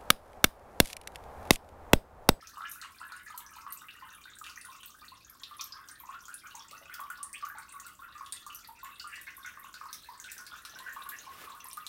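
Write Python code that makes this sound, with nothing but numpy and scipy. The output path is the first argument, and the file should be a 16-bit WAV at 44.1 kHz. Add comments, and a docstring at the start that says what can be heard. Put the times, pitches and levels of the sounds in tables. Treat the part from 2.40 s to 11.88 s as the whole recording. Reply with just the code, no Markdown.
"""Water trickles, gurgles and ticks: a cat is peeing into a toilet in a small tiled bathroom.
The thin stream drags under strings of bubbles that ring and climb in pitch, and it breaks into
drops that tick on the water. The porcelain bowl and the walls echo it all over a faint room rumble.
A few dull knocks come through, and near the end something rustles softly.
We hear it from a hand-held phone a metre or so away."""
import sys
import numpy as np
from scipy import signal
from scipy.fft import rfft, irfft
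from scipy.io import wavfile

SR = 44100
rng = np.random.default_rng(int(sys.argv[2]) if len(sys.argv) > 2 else 0)


def digitize_waveform(pressure):
    """Quantize a signal to 16-bit integers and store it at the path in sys.argv[1].

    Rows of a 2-D input are taken as channels; values are limited to [-1, 1].
    """
    field = np.atleast_2d(pressure).T
    bounded = np.clip(field, -1, 1)
    quanta = np.round(bounded * 32767).astype(np.int16)
    wavfile.write(sys.argv[1], SR, quanta)


N = 418068
TIME = np.arange(N) / SR

# The tone of the stream slapping the water. Each row: frequency in Hz, relative level in dB.
SLAP_TONE = [(700, 11), (1500, 14), (3200, -0.5), (5500, -1), (16000, -28)]
# A large bubble and the string of smaller ones it sheds.
# Each row: start in seconds, length in seconds, rough first pitch in Hz, relative level in dB.
GURGLE_EVENTS = [(0.171, .02, 1150, -43), (0.206, 0.046, 1350, -41.5), (0.357, 0.093, 1384, -49),
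                 (0.604, 0.024, 1015, -51), (0.614, 0.047, 1384, -43), (0.72, 0.024, 1450, -42.5),
                 (0.903, 0.026, 1240, -47.5), (0.942, .05, 986, -48.5), (1.164, 0.025, 917, -52.5),
                 (1.265, 0.032, 1120, -42), (1.418, 0.024, 1347, -52), (1.622, 0.046, 1005, -45.5),
                 (1.855, 0.11, 1474, -50.5), (2.013, 0.079, 1270, -45), (2.285, 0.062, 1024, -47.5),
                 (2.617, 0.033, 1200, -51), (2.718, 0.03, 1002, -51), (3.11, 0.022, 1164, -46.5),
                 (3.193, 0.032, 1133, -44.5), (3.366, 0.06, 1286, -48), (3.492, 0.037, 1470, -49),
                 (3.635, 0.057, 944, -48.5), (3.69, 0.041, 1069, -42.5), (3.743, 0.012, 1383, -41.5),
                 (3.882, 0.043, 1390, -42.5), (4.056, 0.03, 1394, -48), (4.145, 0.039, 911, -43.5),
                 (4.328, 0.035, 1220, -47.5), (4.496, 0.09, 1445, -45), (4.593, 0.041, 1046, -37),
                 (4.701, 0.016, 1377, -39), (4.782, 0.03, 1097, -45.5), (5.025, 0.041, 1145, -37),
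                 (5.15, 0.063, 877, -46), (5.338, 0.037, 1103, -45), (5.619, 0.053, 1317, -45),
                 (5.752, 0.04, 1190, -46), (5.808, 0.022, 1102, -40.5), (6.0644, 0.047, 1175, -41.5),
                 (6.285, 0.031, 914, -47), (6.429, 0.064, 1058, -44.5), (6.642, 0.029, 1184, -42),
                 (6.977, 0.036, 1097, -48.5), (7.047, 0.027, 1374, -41), (7.173, 0.026, 1144, -46.5),
                 (7.243, 0.025, 1118, -45.5), (7.341, 0.036, 1416, -47.5), (7.412, 0.067, 1151, -40),
                 (7.687, 0.035, 960, -44.5), (7.845, 0.1, 1485, -46.5), (7.988, 0.023, 1430, -45.5),
                 (8.119, 0.05, 1397, -42.5), (8.249, 0.028, 1315, -48), (8.356, 0.091, 1517, -45.5),
                 (8.463, 0.04, 1540, -39), (8.563, 0.034, 1096, -39.5), (8.657, .03, 1124, -41.5),
                 (8.865, 0.031, 1057, -43.5), (9.036, 0.015, 1270, -47), (9.07, 0.078, 1124, -44),
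                 (9.252, 0.034, 1020, -47.5), (9.371, 0.013, 1235, -39)]

def gurgles(count=3, climb_octaves=.17, scatter_octaves=0.155, scatter_db=2):
    """The stream slaps the water and drags a bubble under; those it sheds shrink, so the pitch climbs."""
    rings, slaps = np.zeros(N), np.zeros(N)
    for start, length, hz, db in GURGLE_EVENTS:
        add(slaps, start, undb(db + 11) * burst(rng.standard_normal(512), t60=0.00049))
        add(rings, start, plop(hz, db, rng.standard_normal(3)))
        shed_db = db + 9 + 10 * np.log10(length / count)  # longer gurgles shed louder bubbles
        for k, (late, size, strength, *shape) in enumerate(rng.standard_normal((count, 6))):
            along = (k + 1 + 0.1524 * late) / count
            pitch = hz * 2 ** (climb_octaves * along + scatter_octaves * size)
            ring = plop(pitch, shed_db + scatter_db * strength, shape, cycles=55.6, rise=0.23)
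            add(rings, start + along * length, ring)
    return rings + colour(slaps, SLAP_TONE)


def froth(pitch_ratio=1.645, gain_db=-13.0, delay_s=0.0051, linger_s=.05):
    """Each gurgle stirs up weak, small bubbles that linger a moment after it."""
    out = np.zeros(N)
    for start, length, hz, db in GURGLE_EVENTS:
        bubbles = swarm(hz * pitch_ratio, db + gain_db, count=8, span_s=min(length + linger_s, .15),
                        octaves=1.16, climb=0.15, cycles=26)
        add(out, start + delay_s, bubbles)
    return out


# Spurts of the stream. Each row: start in seconds, middle pitch in Hz, relative level in dB.
SPURTS = [(0.237, 1860, -41), (0.421, 2150, -44), (0.858, 2050, -50), (1.285, 1960, -54), (2.06, 2290, -55),
          (3.192, 3750, -39.5), (3.7, 2230, -50.5), (4.034, 1680, -46.5), (4.514, 2600, -49.5),
          (4.937, 2500, -47.5), (5.17, 1600, -47), (6.44, 2030, -50), (6.718, 2060, -42),
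          (6.866, 2030, -40), (7.049, 2020, -43.5), (7.878, 2330, -47.5), (8.464, 1920, -47.5),
          (8.716, 1870, -41)]

def splashes(gain_db=5):
    """A thicker stretch of the stream churns the water into a swarm of small bubbles."""
    out = np.zeros(N)
    for start, hz, db in SPURTS:
        bubbles = swarm(hz, db + gain_db, count=10, span_s=.028, octaves=0.68, climb=0.73, cycles=32)
        add(out, start, bubbles)
    return out


# The larger drops that hit the water. Each row: start in seconds, pitch of the ping in Hz,
# relative level of the ping in dB, relative level of the tick in dB.
DROP_HITS = [(.072,6100,-49,-53),(.3152,11500,-42.5,-39),(.352,11000,-60,-48),(.415,3930,-50.5,-44.5),(.721,4140,-53,-53.5),(.977,12200,-43,-39.5),
             (1.305,9200,-54,-62),(1.324,12800,-41,-41),(1.987,7200,-53,-49.5),(2.041,3100,-54,-47),(2.065,2740,-48,-49.5),(2.0966,4750,-51.5,-53),
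             (2.2503,9600,-47,-49),(2.353,3640,-63,-58),(2.432,2830,-50,-48),(3.0347,3820,-43.5,-50),(3.2108,5780,-39.5,-41.5),(3.487,5930,-52,-48.5),(3.6007,13400,-48,-50),
             (3.855,6750,-51,-56),(3.882,6900,-57,-49.5),(4.1527,6500,-50,-47),(4.311,4470,-54,-49),(4.5386,15000,-48,-57),(4.542,5100,-49,-48),
             (4.603,12600,-57,-46.5),(4.7016,12900,-51,-44),(4.93,8500,-46,-49.5),(5.051,6400,-58.5,-47.5),(5.3994,6800,-54.5,-46.5),(5.4657,8100,-58,-45.5),
             (5.862,3320,-51.5,-51.5),(5.9238,3700,-45.5,-41.5),(6.0646,6750,-65,-45.5),(6.1477,12300,-47,-45),(6.4335,13700,-48.5,-60),(6.446,2860,-57.5,-50),
             (6.5973,4640,-43.5,-51),(6.7574,2930,-58,-48),(6.814,11600,-50,-48),(7.0615,6150,-50.5,-51),(7.089,2780,-56,-60),(7.341,4550,-48.5,-50.5),(7.5294,5840,-44.5,-38),
             (7.8,6500,-48,-49),(7.8423,3300,-50.5,-49.5),(7.9176,7550,-52,-41.5),(7.9803,6100,-48,-44.5),(8.066,4630,-47,-49.5),(8.1735,6200,-59,-56),
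             (8.251,3840,-55,-43),(8.3886,3800,-53,-48),(8.636,11200,-54,-58),(8.69,11600,-44.5,-40),(9.2437,11500,-50,-55),(9.2856,10000,-51.5,-62),
             (9.3005,7900,-63,-57),(9.3313,9000,-48,-46.5),(9.372,12900,-57,-47),(9.4663,3920,-47,-43.5)]

def drops(ping_t60_s=0.0022, tick_t60_s=0.0035, snap_delay_s=0.012, snap_db=-6.5):
    """A drop ticks as it lands and leaves a tiny pinging bubble; then its crater snaps shut."""
    out = np.zeros(N)
    noises = rng.standard_normal((len(DROP_HITS), 3, 512))
    for (start, hz, ping_db, tick_db), noise in zip(DROP_HITS, noises):
        ping = bubble(hz, cycles=ping_t60_s * hz, rise=0.0041, swell=2.3)
        add(out, start, undb(ping_db + 29.5) * unit(ping))
        # the smaller the drop, the higher its ping and the thinner its tick
        edges_hz = np.clip([0.62 * hz, 2.98 * hz], 1, SR * .45)
        band = signal.butter(2, edges_hz, "band", fs=SR, output="sos")
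        tick, snap = (unit(signal.sosfilt(band, burst(n, tick_t60_s))) for n in noise[:2])
        gain = undb(tick_db + 25.5)
        add(out, start, gain * tick)
        add(out, start + snap_delay_s * np.exp(.5 * noise[2, 0]), gain * undb(snap_db) * snap)
    return out


# Bubbles that ring out alone. Each row: start in seconds, rough pitch in Hz, relative level in dB.
LONE_BUBBLES = [(.025,1273,-51.5),(.253,2920,-45.5),(.296,11000,-44.5),(.445,1140,-47.5),(0.765,9050,-54),(.865,1880,-50),(.885,6300,-55),(1.0,940,-51.5),(1.064,5840,-49.5),
                (1.183,1290,-49.5),(1.374,7600,-48.5),(1.485,2590,-44.5),(1.704,6070,-55),(1.749,10600,-52),(1.935,3600,-53),(2.159,6100,-48),(2.175,1813,-44),
                (2.213,9000,-48.5),(2.245,1416,-49),(2.404,3020,-50.5),(2.459,13800,-44),(2.505,6100,-54),(2.682,4060,-47.5),(2.848,6300,-53),(2.898,11800,-49.5),
                (3.169,10400,-51),(3.241,12600,-41.5),(3.323,4940,-40.5),(3.335,1530,-49),(3.514,9000,-48.5),(3.806,5600,-54.5),(3.9418,9560,-38.5),
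                (4.0715,6540,-54),(4.195,5560,-48.5),(4.204,3370,-50.5),(4.283,6600,-54),(4.379,6100,-54.5),(4.455,2550,-55.5),(4.83,9130,-34.5),(4.844,1054,-46.5),
                (5.075,1100,-53),(5.087,13000,-46),(5.099,1550,-41),(5.184,8600,-49),(5.183,1485,-45.5),(5.292,7800,-52),(5.323,9400,-48),(5.451,1400,-45.5),(5.59,1082,-49),
                (5.9236,8600,-37.5),(5.97,3430,-47),(6.101,2910,-44.5),(6.154,5940,-48),(6.247,4320,-50),(6.275,11700,-50),(6.52,2670,-55),(6.597,2870,-46),
                (6.601,1490,-49.5),(6.674,8700,-50.5),(6.729,2690,-47),(6.768,1890,-43.5),(6.9677,12000,-46),(7.03,3570,-51),(7.197,12000,-50),(7.249,2820,-53),(7.455,1007,-44.5),(7.487,4250,-52.5),
                (7.5634,5150,-56),(7.634,4080,-50.5),(7.888,2400,-49),(7.9,5600,-49.5),(8.114,3370,-48.5),(8.296,5800,-50),(8.3495,5500,-50.5),(8.399,1033,-45),(8.527,7400,-52),(8.533,13700,-51),
                (8.62,3570,-50),(8.7876,6500,-45),(9.119,1120,-44.5),(9.202,2680,-55.5),(9.205,5900,-53),(9.269,12600,-53),(9.313,5460,-51)]

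def plinks():
    """Single bubbles glide up as they near the surface; the low ones ring longer."""
    out = np.zeros(N)
    for (start, hz, db), shape in zip(LONE_BUBBLES, rng.standard_normal((len(LONE_BUBBLES), 3))):
        add(out, start, plop(hz, db, shape, cycles=42 * np.sqrt(2700 / hz), rise=0.335, gain_db=27))
    return out


# Chirping bubbles. Each row: start and length in seconds, first and last pitch in Hz, level in dB.
SURFACE_BUBBLES = [(4.098, 0.0286, 2550, 3200, -52), (4.933, .034, 1845, 3850, -42)]

def chirps():
    """A bubble caught right at the surface sweeps steeply upward."""
    out = np.zeros(N)
    for start, length, first_hz, last_hz, db in SURFACE_BUBBLES:
        hz = np.geomspace(first_hz, last_hz, int(length * SR))
        envelope = np.sin(np.linspace(0, np.pi, len(hz)))
        add(out, start, undb(db) * envelope * np.sin(2 * np.pi * np.cumsum(hz) / SR))
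    return out


# How strong the stream is. Each row: time in seconds, relative level of the fine splashing in dB.
STREAM_STRENGTH = [(0,-58),(2.2,-55),(2.7,-59.5),(4.6,-58),(8.6,-57),(9.48,-56.5)]

def trickle(count, low_hz, high_hz, lean, cycles, rise, scatter_db, gain_db):
    """Many weak bubbles ring, louder when the stream is stronger; `lean` above 1 favours low pitches."""
    out = np.zeros(N)
    for when, size, strength in rng.random((count, 3)):
        start = when * N / SR
        hz = low_hz * (high_hz / low_hz) ** (size ** lean)
        db = curve(STREAM_STRENGTH, start) + gain_db + scatter_db * (strength ** 2 - 0.5)
        add(out, start, undb(db) * bubble(hz, cycles, rise))
    return out


# The bright tone of the spray. Each row: frequency in Hz, relative level in dB.
SPRAY_TONE = [(1000, -3), (3000, -23), (5000, -14.5), (8500, 3.5), (16000, 9)]

def spray(count=2000, scatter_db=19, gain_db=19):
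    """Fine droplets fall back and prickle on the water."""
    clicks = np.zeros(N)
    when, strength = rng.random((count, 2)).T
    clicks[(when * N).astype(int)] = undb(scatter_db * (strength ** 5 - 0.5))
    return colour(clicks, SPRAY_TONE) * undb(curve(STREAM_STRENGTH, TIME) + gain_db)


# The notes the porcelain bowl rings at, lowest first. Each row: pitch in Hz, relative level in dB.
BOWL_NOTES = [(916,0),(1050,-5.5),(1100,6),(1398,-1.5),(1463,4.5),(1700,7),(1761,4.5),(2642,12),(2855,9),(3767,4),(5382,-10),(8514,11),(8870,15),(9153,8)]

def bathroom(x, echo_s=.0033, drift_hz=8.2, lowest_note_t60_s=0.32):
    """Sound arrives directly, bounces and rings inside the bowl, and echoes off the tiled walls."""
    t = np.arange(SR // 2) / SR
    scatter, walls = rng.standard_normal((2, len(t)))
    bounces = scatter * fade(t, 0.038)
    # the walls' echo sets in almost at once, and its treble dies first
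    low = signal.sosfilt(signal.butter(1, 3500, fs=SR, output="sos"), walls)
    tail = low * fade(t, 0.31) + (walls - low) * fade(t, 0.19)
    tail *= 1 - np.exp(-t / 0.000063)
    ringing = np.zeros(len(t))
    for (hz, db), shift in zip(BOWL_NOTES, drift_hz * rng.standard_normal(len(BOWL_NOTES))):
        t60 = lowest_note_t60_s * np.sqrt(BOWL_NOTES[0][0] / hz)  # higher notes die sooner
        ringing += undb(db) * fade(t, t60) * np.sin(2 * np.pi * (hz + shift) * t)
    response = undb(-2) * unit(bounces) + undb(-5) * unit(ringing) + undb(5.5) * unit(tail)
    response[0] += 1  # the direct sound
    response[int(echo_s * SR)] += undb(-2)  # the echo off the far side of the bowl
    return signal.fftconvolve(x, unit(response))[:N]


def swaying_echoes(x, stretches=7):
    """The phone sways and the cat shifts, so each stretch of sound gets slightly different echoes."""
    out = np.zeros(N)
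    for part in np.array_split(np.arange(N), stretches):
        add(out, part[0] / SR, bathroom(x[part]))
    return out


# Faint knocks. Each row: start in seconds, relative level in dB.
KNOCK_HITS = [(4.315, -51.5), (4.412, -49.5), (8.335, -49)]
# Their dull tone. Each row: frequency in Hz, relative level in dB.
KNOCK_TONE = [(60, -13), (130, 8.5), (300, -13), (570, 0), (900, 1.5), (3000, -29)]

def knocks(t60=0.11, gain_db=21.0):
    """A few soft bumps, each a short puff of low noise."""
    out = np.zeros(N)
    for (start, db), noise in zip(KNOCK_HITS, rng.standard_normal((len(KNOCK_HITS), 4096))):
        add(out, start, undb(db + gain_db) * burst(noise, t60))
    return colour(out, KNOCK_TONE)


# The tone of the rustle. Each row: frequency in Hz, relative level in dB.
RUSTLE_TONE = [(100, -12), (250, -3.5), (2600, -3.5), (6000, -13.5), (16000, -11)]
# How the rustle swells. Each row: time in seconds, typical level in dB.
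RUSTLE_SWELL = [(0, -100), (8.1, -67.5), (8.35, -64), (8.6, -59), (8.85, -60.5), (9.0, -55), (9.045, -51),
                (9.09, -58.5), (9.48, -70)]

def rustle(flutter_db=3.5):
    """A soft noise that flutters unevenly and is loudest near the end."""
    steps = rng.standard_normal(512)
    flutter = np.interp(TIME, np.linspace(0, N / SR, len(steps)), steps)
    level_db = curve(RUSTLE_SWELL, TIME) + flutter_db * flutter
    return colour(rng.standard_normal(N), RUSTLE_TONE) * undb(level_db)


# The tone of the quiet room. Each row: frequency in Hz, relative level in dB.
ROOM_TONE = [(26, -12), (44, -1.5), (70, 0), (150, -7.5), (315, -7.5), (400, -13), (800, -17),
             (2000, -25.5), (6000, -26), (16000, -35)]

def room_rumble(db=-68.0):
    """A steady low rumble with a little hiss."""
    return undb(db) * colour(rng.standard_normal(N), ROOM_TONE)


def bubble(hz, cycles, rise, swell=1):
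    """A bubble swells, then fades by 60 dB over `cycles` vibrations, rising as it nears the surface."""
    age = np.arange(int(cycles * SR / hz) + 2) * hz / (cycles * SR)  # runs from 0 to 1
    envelope = (1 - np.exp(-age * cycles / swell)) * fade(age, 1)
    return np.sin(2 * np.pi * cycles * (age + rise * age ** 2 / 2)) * envelope / envelope.max()


def plop(hz, db, shape, cycles=60, rise=0.299, spread=0.408, gain_db=27.5):
    """One bubble pinches off; three random numbers in `shape` vary its ring time, glide and swell."""
    length, glide, ease = shape
    ring = bubble(hz * 0.98, cycles * np.exp(spread * length), rise * np.exp(spread * glide),
                  swell=0.71 * np.exp(.5 * ease))
    return undb(db + gain_db) * unit(ring)


def swarm(hz, db, count, span_s, octaves, climb, cycles, scatter_db=3, fade_db=7):
    """Bubbles tear loose, pitched around hz; late ones tend to be smaller, so higher and weaker."""
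    out = np.zeros(SR // 4)
    for k, (jitter, size, strength) in enumerate(rng.random((count, 3))):
        late = (k + jitter) / count
        pitch = hz * 2 ** (octaves * (size - .5) + climb * (late - .5))
        ring = bubble(pitch, cycles, rise=0.12)
        i = int(late * span_s * SR)
        out[i:i + len(ring)] += undb(db - scatter_db * strength - fade_db * late) * ring
    return out


def burst(noise, t60):
    """A quickly dying puff of noise with an energy of one."""
    return unit(noise * fade(np.arange(len(noise)) / SR, t60))


def fade(t, t60):
    """A smooth decay that has dropped by 60 dB when t reaches t60."""
    return np.exp(-np.log(1000) * t / t60)


def colour(x, tone):
    """Shape the lows and highs of x with a tone table; white noise keeps its power."""
    hz, db = np.transpose(tone)
    log_hz = np.log(np.fft.rfftfreq(len(x), 1 / SR) + 1)
    gain = undb(np.interp(log_hz, np.log(hz), db))
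    return irfft(rfft(x) * gain / np.sqrt(np.mean(gain ** 2)), len(x))


def undb(db):
    """Turn decibels into a number to multiply by."""
    return 10 ** (np.asarray(db) / 20)


def curve(rows, t):
    """Read a table of times and values at times t."""
    return np.interp(t, *np.transpose(rows))


def unit(x):
    """Scale to an energy of one."""
    return x / np.sqrt(np.sum(x ** 2))


def add(out, start, x):
    """Mix x into out from `start` seconds on."""
    i = int(np.clip(start * SR, 0, N - 1))
    out[i:i + len(x)] += x[:N - i]


# How much of the drops and plinks gets straight out of the bowl: more once the phone leans over it.
# Each row: time in seconds, gain in dB.
DIRECT_SHARE = [(8.7,-20.5),(9.25,-6.5)]

def scene(bass_cut_hz=800):
    """All that happens in the bowl echoes round the room; drops and plinks also arrive with no echo."""
    babble = trickle(count=700, low_hz=1045, high_hz=3810, lean=1.29,
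                     cycles=34.6, rise=0.16, scatter_db=3, gain_db=8)
    fizz = trickle(count=1000, low_hz=2970, high_hz=15000, lean=0.65,
                   cycles=11.3, rise=0.063, scatter_db=15, gain_db=12.0)
    drips = drops() + plinks()
    water = gurgles() + froth() + splashes() + chirps() + undb(-1.38) * drips + babble + fizz + spray()
    # such small bubbles give off no bass
    water = signal.sosfilt(signal.butter(4, bass_cut_hz, "high", fs=SR, output="sos"), water)
    echoing = swaying_echoes(water + knocks())
    direct = drips * undb(curve(DIRECT_SHARE, TIME))
    return (echoing + direct + rustle() + room_rumble())[None]


def record(dry):
    """The phone cuts the treble above 15900 Hz."""
    return signal.sosfilt(signal.ellip(10, .2, 70, 15900, fs=SR, output="sos"), dry)


dry = scene()
out = record(dry)
digitize_waveform(out)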